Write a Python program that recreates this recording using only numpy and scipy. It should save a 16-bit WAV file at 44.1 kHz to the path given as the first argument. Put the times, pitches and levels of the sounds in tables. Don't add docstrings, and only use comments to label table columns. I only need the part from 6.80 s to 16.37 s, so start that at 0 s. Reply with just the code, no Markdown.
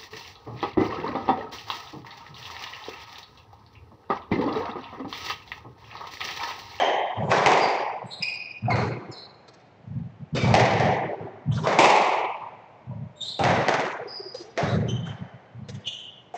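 import sys
import numpy as np
from scipy import signal
from scipy.fft import rfft, irfft
from scipy.io import wavfile
from scipy.ndimage import uniform_filter1d

SR = 44100
rng = np.random.default_rng(int(sys.argv[2]) if len(sys.argv) > 2 else 0)


def store_pcm(level_fs):
    pcm = np.round(np.clip(level_fs, -1, 1) * 32767).astype(np.int16)
    wavfile.write(sys.argv[1], SR, np.atleast_2d(pcm).T)


N = 422037
LEAD = SR // 2
TAIL = 2 * SR
ROUND_TRIP_S = .0565
FIRM_DB = 26.5


def from_db(db):
    return 10 ** (np.asarray(db) / 20)


def at_hz(points, hz):
    f, value = np.transpose(points)
    return np.interp(np.log(np.maximum(hz, 1)), np.log(f), value)


def add(out, s, sound):
    i = LEAD + round(s * SR)
    out[i:i + len(sound)] += sound[:len(out) - i]


def treble(x, hz):
    sos = signal.butter(1, hz, "high", fs=SR, output="sos")
    return signal.sosfilt(sos, x + 1e-18)


def wobble(length, size):
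    noise = uniform_filter1d(rng.standard_normal(length), size=size)
    return noise / noise.std()


def contact(colour, body_db=0, bright_db=0, pitch=1, clack_db=0, clack_hz=1400, size=2048):
    hz = np.arange(size // 2 + 1) * SR / size
    db = at_hz(colour, hz / pitch)
    db = db + body_db / (1 + (hz / 480) ** 4)
    db = db + bright_db * (1 - 1 / (1 + (hz / 1600) ** 2))
    db = db + clack_db * np.exp(-((hz - clack_hz) / 330) ** 2)
    cepstrum = irfft(np.log(from_db(db)))
    cepstrum[1:size // 2] *= 2
    cepstrum[size // 2 + 1:] = 0
    return irfft(np.exp(rfft(cepstrum)))


def ringing(modes, detune, attack_s=.00005):
    t = np.arange(SR // 4) / SR
    total = 0
    for hz, db, t60 in modes:
        total = total + from_db(db - 60 * t / t60) * np.sin(2 * np.pi * hz * rng.normal(1, detune) * t)
    return (1 - np.exp(-t / attack_s)) * total


# pitch_hz, t60_s
COURT_T60 = [(80, 0.16), (200, 1.47), (400, 1.8), (800, 2.17), (2000, 1.83), (4000, 1.3), (8000, 0.78)]


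def diffuse_tails(flutter_db=.7, flutter_lag_s=.012, count=12):
    centres = np.geomspace(80, 8000, count)
    white = rfft(rng.standard_normal(2 * TAIL))
    hz = np.arange(TAIL + 1) * SR / (2 * TAIL)
    bands = np.array([irfft(white * at_hz(np.c_[centres, share], hz)) for share in np.eye(count)])
    t = np.arange(TAIL) / SR
    fade = from_db(-60 * t / at_hz(COURT_T60, centres)[:, None])
    fade = fade * (1 - np.exp(-t / 0.0084)) / np.sqrt(SR / 10)
    fade = fade * from_db(flutter_db * np.cos(2 * np.pi * (t - flutter_lag_s) / ROUND_TRIP_S))
    bands, fade = bands.astype(np.float32), fade.astype(np.float32)

    def tail():
        i = rng.integers(TAIL)
        return np.einsum("bt,bt->t", bands[:, i:i + TAIL], fade)
    return tail


def court(tail, direct_db, flutter_db=-5.0, spread_s=.0135, near_db=-2, echo_db=2, echo_hz=1400,
          crack_db=-20, crack_hz=2600, smear_s=.002, smear_share=.5, count=7, size=512):
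    first, echoes = np.zeros((2, TAIL))
    for trip in range(count):
        start = round(trip * ROUND_TRIP_S * SR)
        gain = from_db(direct_db + trip * flutter_db)
        late = start + (spread_s * SR * (1 + trip / 2) * rng.uniform(.2, 1, count) ** 2).astype(int)
        arrivals = echoes if trip else first
        front = rng.standard_normal(size) * np.exp(-np.arange(size) / (smear_s * SR))
        front *= smear_share / np.linalg.norm(front)
        front[0] += np.sqrt(max(1 - smear_share ** 2, 0))
        arrivals[start:start + size] += front * gain / np.sqrt(1 + trip / 2)
        arrivals[late] += gain * from_db(near_db) * rng.choice([-1, 1], count) / 2
    crack = from_db(crack_db) * treble(first, crack_hz)
    return tail() + first + crack + from_db(echo_db) * treble(echoes, echo_hz)


# pitch_hz, level_db
VENTILATION = [(25, -8.5), (60, -11), (110, 8.5), (300, -2), (750, 0), (1400, -11), (2200, -13),
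               (3200, -19.5), (5000, -28.5), (7000, -34.5), (9000, -52.5)]


def ventilation(level_db=-30.5):
    air = signal.fftconvolve(rng.standard_normal(LEAD + N), contact(VENTILATION))
    return from_db(level_db) * air[:LEAD + N]


# start_s, level_db, sole_slap_db
FOOTWORK = [(.381, -26, -2), (.4, -24, -2), (.437, -23, -2), (.493, -26, 0), (.581, -29, 0),
            (1.249, -33, -5), (1.399, -34, -2), (1.833, -28, 2), (1.852, -20, 0), (1.906, -22, 0),
            (1.937, -17.5, 0), (1.98, -19.5, 2), (2.03, -25, 0), (2.064, -24, 0), (2.094, -29, -3),
            (2.284, -37, 0), (3.006, -37, -6), (3.039, -35, -7), (3.082, -32, -11), (3.112, -29, -15),
            (3.161, -24, -18), (3.212, -26, -14), (3.249, -34, -13), (3.329, -35, -9), (3.407, -29, -13),
            (3.469, -38, -9), (3.535, -22, -6), (3.548, -23, 7), (3.587, -24, 7), (3.64, -12, -3),
            (3.692, -14, -5), (3.718, -14, -6), (3.814, -18, -3), (3.908, -23, -3), (3.946, -24, -3),
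            (4.003, -22, -4), (4.042, -19, -5), (4.09, -21, -5), (4.15, -28, -3), (4.239, -32, 11),
            (4.415, -30, 10), (4.545, -39, -4), (4.668, -28, -14), (4.684, -17, -12), (4.712, -21, -3),
            (4.755, -20, -3), (4.808, -25, -4), (5.619, -37, 7), (6.078, -31, -12), (6.102, -26, -8),
            (6.162, -30, -11), (6.19, -32, -11), (6.222, -29, -9), (6.26, -31, -9), (6.41, -40, -5),
            (6.479, -34, -9), (6.611, -22, 1), (6.646, -20, 1), (6.679, -21, 1), (6.713, -22, 1),
            (6.778, -24, -2), (7.837, -18, -4), (7.868, -21, -2), (7.928, -18, -5), (7.964, -17, -8),
            (8.007, -16, -13), (8.042, -21, -3), (8.092, -22, -8), (8.137, -21, -9), (8.175, -28, -9),
            (8.22, -25, -11), (8.278, -32, -6), (8.304, -28, -6), (8.416, -27, -8), (8.544, -37, -2),
            (8.755, -34, -5), (8.78, -32, -3), (8.827, -31, -10), (8.891, -34, -6), (8.922, -30, -8),
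            (8.95, -32, -5), (9.068, -35, -4)]
# pitch_hz, level_db, t60_s
FLOOR_MODES = [(85, -10, .22), (110.6, 4, .115), (132, .5, .15), (163, -2, .14), (201, -5, .14)]
# pitch_hz, level_db
SLAP = [(60, -23), (250, -1.5), (450, 2.5), (800, -5.5), (1500, -10.5), (4000, -37), (9000, -56.5)]


def footfalls(tail, thud_db=4.5, room_db=-1.5, slap_db=36.5, lowest_hz=100, roll_s=0.0065, press_s=.009):
    out, t, sole = np.zeros(LEAD + N), np.arange(SR // 4) / SR, contact(SLAP)
    boards = signal.butter(3, lowest_hz, "high", fs=SR, output="sos")
    rolling = np.maximum(t - press_s, 0)
    for s, level_db, sole_db in FOOTWORK:
        thud = signal.sosfilt(boards, ringing(FLOOR_MODES, detune=0.057, attack_s=press_s))
        roll = rng.standard_normal(len(t)) * rolling * np.exp(-rolling / roll_s)
        roll = roll / np.linalg.norm(roll)
        slap = from_db(sole_db + slap_db) * signal.fftconvolve(roll, sole)[:len(t)]
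        near = from_db(thud_db) * thud + slap / 2
        room = signal.fftconvolve(from_db(room_db) * thud + slap, tail()[:SR])
        add(out, s - press_s, from_db(level_db) * near)
        add(out, s - press_s, from_db(level_db) * room)
    return out


# start_s, level_db, pitch_hz
TOE_TAPS = [(1.85, -24, 720), (2.178, -23, 310), (2.28, -29, 300), (6.11, -18, 600), (7.205, -18, 493),
            (7.255, -24, 394), (7.393, -23, 401), (7.454, -27, 390), (7.547, -20, 495), (7.597, -27.5, 357),
            (7.64, -25, 416), (7.68, -25, 441), (7.895, -18, 686), (8.045, -26, 430), (8.115, -26, 413)]


def toe_taps(tail, t60_s=0.06, attack_s=0.0066, direct_db=-1, upper_ratio=1.6, upper_db=-9):
    out = np.zeros(LEAD + N)
    for s, level_db, hz in TOE_TAPS:
        modes = [(hz, level_db, t60_s), (hz * upper_ratio, level_db + upper_db, t60_s)]
        knock = ringing(modes, detune=0.01, attack_s=attack_s)
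        add(out, s, signal.fftconvolve(knock, court(tail, direct_db, near_db=1)))
    return out


# start_s, level_db, decay_s
SCUFFS = [(2.68, 1, .0063), (2.736, -17, .011), (3.075, -17, .015), (3.186, -18, .012), (3.548, 10, .03),
          (3.567, 12, .04), (3.645, 6, .024), (4.722, 4, .05), (4.754, 3.5, .022), (4.835, 7, .063),
          (6.414, 3.5, .058), (7.544, 3.5, .02), (7.576, 1, .07), (8.886, 5, .015), (8.935, -12, .01),
          (9.071, 1, .0044)]
# pitch_hz, level_db
SCUFF_COLOUR = [(100, -7.5), (500, 5), (1300, -7.5), (2000, -7.5), (3500, -9), (6000, -15), (9000, -36)]


def scuffs(tail, direct_db=-3):
    out, pulse = np.zeros(LEAD + N), contact(SCUFF_COLOUR)
    for s, level_db, decay_s in SCUFFS:
        slips = rng.standard_normal(SR // 8) ** 3 * np.exp(-np.arange(SR // 8) / (decay_s * SR))
        burst = signal.fftconvolve(slips / np.linalg.norm(slips), pulse)
        add(out, s, from_db(level_db) * signal.fftconvolve(burst, court(tail, direct_db)))
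    return out


# start_s, length_s, pitch_hz, glide_hz, level_db, octave_db, unsteadiness (share of the pitch)
SQUEAKS = [(-.08, 0.049, 3126, -150, -23.5, -15.5, 0.03), (.8, .08, 4700, -300, -35.5, -23, 0.032),
           (1.254, 0.078, 3880, 5, -52, -6, 0.029), (1.307, .045, 3900, -300, -35.5, -17.5, .055),
           (1.4, .025, 2420, 60, -40, -20, .03), (1.424, .012, 2453, -120, -15.5, -5.5, .022),
           (1.901, 0.03, 2136, -130, -26.5, -10, 0.028), (1.905, 0.045, 4200, -350, -36.5, -30, .035),
           (2.314, 0.019, 6960, -600, -48.5, -28, 0.017), (2.315, 0.018, 5196, -250, -41.5, -30, .012),
           (2.318, .13, 4130, -150, -42, -33, .036), (3.55, 0.038, 3610, -100, -35, -14.5, 0.018),
           (3.563, .025, 2340, -130, -27.5, -10, .05), (3.562, 0.031, 2990, -150, -38, -10, 0.044),
           (3.595, 0.072, 2313, -59, -34, -12, 0.037), (4.712, .016, 980, 150, -29, -22, .06),
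           (4.713, .02, 3080, 450, -36.5, -21.5, .085), (4.722, .045, 630, -120, -29.5, -16, .08),
           (4.764, .028, 1380, -80, -35, -22, .06), (4.783, .026, 930, -200, -29, -22, .04),
           (4.825, .035, 520, 300, -29, -12, .1), (4.843, .03, 1050, 400, -26, -30, .1),
           (6.358, 0.026, 3720, 107, -40.5, -14, .008), (6.406, 0.028, 3653, 148, -27, -15, 0.016),
           (6.431, .1, 3914, 304, -31, -23, 0.064), (7.275, .14, 4920, -60, -38.5, -23.5, .024),
           (7.375, .04, 4900, -60, -39, -25, .02), (7.445, .085, 4930, -80, -43.5, -28, .016),
           (7.861, 0.1, 3850, 253, -44.5, -20, .035), (8.082, 0.035, 3073, 72, -32.5, -11.5, 0.029),
           (8.248, .04, 3096, -53, -42, -33, .025), (8.844, .035, 4170, 78, -52, -28, 0.016),
           (8.886, 0.0215, 1930, -300, -35, -18, 0.083), (9.037, 0.094, 3380, 194, -41, -22, .06),
           (9.057, 0.042, 2920, -120, -32, -20, 0.027), (9.072, 0.013, 3310, 597, -28.5, -12.5, 0.058),
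           (9.12, .14, 2980, -100, -43, -15, .045)]


def squeaks(tail, direct_db=-2.0, rasp_db=-29, third_db=-29, grain_per_jitter=8.0, size=8192):
    out, t = np.zeros(LEAD + N), np.arange(size) / SR
    for s, length, pitch_hz, glide_hz, level_db, octave_db, jitter in SQUEAKS:
        progress = np.minimum(t / length, 1)
        hz = (pitch_hz + glide_hz * (progress - .5)) * (1 + jitter * wobble(size, size=60))
        phase = 2 * np.pi * np.cumsum(hz) / SR
        tone = np.sin(phase) + from_db(octave_db) * np.sin(2 * phase) + from_db(third_db) * np.sin(3 * phase)
        grain = grain_per_jitter * jitter
        grip = (1 + grain * uniform_filter1d(wobble(size, size=70), size=30)) / np.hypot(1, grain)
        rasp = from_db(rasp_db) * rng.standard_normal(size)
        swell = np.sqrt(progress * (1 - progress)) * 2
        slide = (grip * tone + rasp) * swell
        room = court(tail, direct_db, near_db=-6, echo_db=-2.5)
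        add(out, s, from_db(level_db) * signal.fftconvolve(slide, room))
    return out


# loudest_s, level_db, rise_s, brightness_db
SWINGS = [(.44, 22, 0.099, -14), (.515, 23, 0.016, 1), (4.865, 16, 0.04, -4.5), (9.565, 15, 0.02, -3)]
# pitch_hz, level_db
RACKET_COLOUR = [(60, -35.5), (150, -3), (300, -7), (450, 4.5), (800, 4), (1100, -2.5), (1500, -8),
                 (2200, -4.5), (2800, -14), (4500, -18), (7000, -22), (9000, -41)]


def swings(tail, direct_db=-10):
    out, t = np.zeros(LEAD + N), np.arange(-SR // 8, SR // 8) / SR
    for s, level_db, rise, bright_db in SWINGS:
        rush = rng.standard_normal(len(t)) * np.exp(-(t / rise) ** 2)
        rush = signal.fftconvolve(rush / np.linalg.norm(rush), contact(RACKET_COLOUR, bright_db=bright_db))
        add(out, s + t[0], from_db(level_db) * signal.fftconvolve(rush, court(tail, direct_db)))
    return out


# pitch_hz, level_db, t60_s
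STRING_MODES = [(1296, -40.5, .12), (2290, -44.5, .12), (3460, -52.5, .1), (4440, -56.5, .1)]


def ball_hits(hits, colour, tail, crack_db, soft_clack_db, hard_clack_db, strings=0, squash_db=1.0,
              knock_t60_s=0.048, knock_attack_s=0.0043, knock_direct_db=3.5):
    out = np.zeros(LEAD + N)
    for s, level_db, body_db, bright_db, pitch, direct_db, knock_db, knock_hz, echo_db in hits:
        squashed = (1 + np.tanh((level_db - FIRM_DB) / squash_db)) / 2
        clack_db = soft_clack_db + (hard_clack_db - soft_clack_db) * squashed
        pulse = contact(colour, body_db, bright_db, pitch, clack_db)
        blow = strings * from_db(bright_db) * ringing(STRING_MODES, detune=0.015)
        blow[:len(pulse)] += pulse
        room = court(tail, direct_db, echo_db=echo_db, crack_db=crack_db)
        add(out, s, from_db(level_db) * signal.fftconvolve(blow, room))
        knock = ringing([(knock_hz, knock_db, knock_t60_s)], detune=0.012, attack_s=knock_attack_s)
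        knock_room = court(tail, knock_direct_db, near_db=-1.5, spread_s=0.035)
        add(out, s, signal.fftconvolve(knock, knock_room))
    return out


# pitch_hz, level_db, t60_s
WALL_THUMP = [(135, -12, .06), (210, -14, .05)]
# start_s, level_db, body_db, brightness_db, pitch_factor, direct_db, knock_db, knock_hz, end_wall_echo_db
WALL_HITS = [(-.2, 37.5, -6, -5, .89, -20, -30.5, 763, 3), (.661, 33, -.5, -3, .97, -7.5, -15.5, 700, 4),
             (1.906, 19, -3, -9.5, .97, -15, -18.5, 1000, 2), (1.958, 12, -4, 6.5, .94, -17, -20, 520, 2),
             (3.741, 31.5, -.5, .5, .89, -10, -14, 787, 5.5),
             (3.999, 29.7, -5, -9, .86, -11.5, -11, 761, 3), (4.988, 35.6, -3, 0, 1.022, -10, -11, 344, 7),
             (6.638, 26, -1, 2, .9, -14, -13.5, 767, 4), (6.884, 21, 6, 4.5, .92, -7, -11.5, 725, 5),
             (8.254, 15, -9, -1.5, .91, -25, -27, 780, 3)]


def wall_thumps(tail, direct_db=13):
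    out = np.zeros(LEAD + N)
    for s, level_db, *_ in WALL_HITS:
        if level_db > FIRM_DB:
            thump = ringing(WALL_THUMP, detune=0.02, attack_s=0.002)
            room = court(tail, direct_db, flutter_db=-14, near_db=-12)
            add(out, s, from_db(level_db - FIRM_DB - 24.5) * signal.fftconvolve(thump, room))
    return out


# pitch_hz, level_db
BALL_COLOUR = [(60, -32.5), (150, -4.5), (300, -6), (430, 1), (650, 2.5), (850, 6), (1100, -2.5),
               (1500, -17), (2200, -3.5), (3000, -13.5), (4500, -18), (7000, -23), (9000, -38.5)]


def wall_hits(tail):
    return ball_hits(WALL_HITS, BALL_COLOUR, tail, crack_db=1.0, soft_clack_db=13.0, hard_clack_db=-0.6)


# start_s, level_db, body_db, brightness_db, pitch_factor, direct_db, knock_db, knock_hz, end_wall_echo_db
RACKET_HITS = [(.516, 31, -8.5, -4.5, .86, -11.5, -15, 1086, 0),
               (1.882, 13.5, 9, -22.5, 1.2, -14, -12.5, 715, -4), (3.678, 19, 2, -4, 1, -15, -21, 900, -4),
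               (4.871, 26, 2.5, -3, .95, -14, -18.5, 680, 6.5),
               (6.593, 24, 10, -11, 1.2, -15, -15.5, 800, -3),
               (7.776, 21.5, 2, 1.5, .91, -11.5, -17.5, 690, -3),
               (9.54, 19, -3.5, -9, .99, -18.5, -23.5, 720, 0)]


def racket_hits(tail):
    return ball_hits(RACKET_HITS, RACKET_COLOUR, tail, crack_db=-3.5, soft_clack_db=1.5, hard_clack_db=2.5,
                     strings=0.16)


def scene():
    tail = diffuse_tails()
    rackets = racket_hits(tail) + swings(tail)
    walls = wall_hits(tail) + wall_thumps(tail)
    shoes = footfalls(tail) + toe_taps(tail) + scuffs(tail) + squeaks(tail)
    return (rackets + walls + shoes + ventilation())[None, LEAD:]


# pitch_hz, level_db (against white noise of rms 1)
THRESHOLD = [(60, -18), (130, -17.3), (200, -20), (320, -19.3), (750, -12.9), (1400, -25), (2200, -27),
             (3200, -35), (5000, -40.5), (8000, -57.5)]


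def suppress(x, depth_db=11.8, knee_db=1.8, pool_share=0.18, size=768):
    overlap = size - size // 4
    hz, _, frames = signal.stft(x, SR, nperseg=size, noverlap=overlap)
    power = np.abs(frames[0]) ** 2 * size * 2 / 3
    reach = (np.arange(len(hz)) * pool_share + .5).astype(int)
    pooled = np.array([power[max(k - r, 0):k + r + 1].mean(axis=0) for k, r in enumerate(reach)])
    smooth = uniform_filter1d(pooled, size=5, axis=-1)
    level_db = 10 * np.log10(np.maximum(smooth, 1e-14))
    above_db = level_db - at_hz(THRESHOLD, hz)[:, None]
    gain = from_db(-depth_db * (1 - np.tanh(above_db / knee_db)) / 2)
    return signal.istft(frames * gain, SR, nperseg=size, noverlap=overlap)[1][:, :N]


def record(dry, ceiling=0.54, low_cut_hz=55, high_cut_hz=8300):
    low_cut = signal.butter(2, low_cut_hz, "high", fs=SR, output="sos")
    thin = signal.sosfilt(low_cut, suppress(dry))
    rounded = ceiling * np.tanh(thin / ceiling)
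    high_cut = signal.ellip(8, .5, 70, high_cut_hz, fs=SR, output="sos")
    return signal.sosfilt(high_cut, rounded)


dry = scene()
out = record(dry)
store_pcm(out)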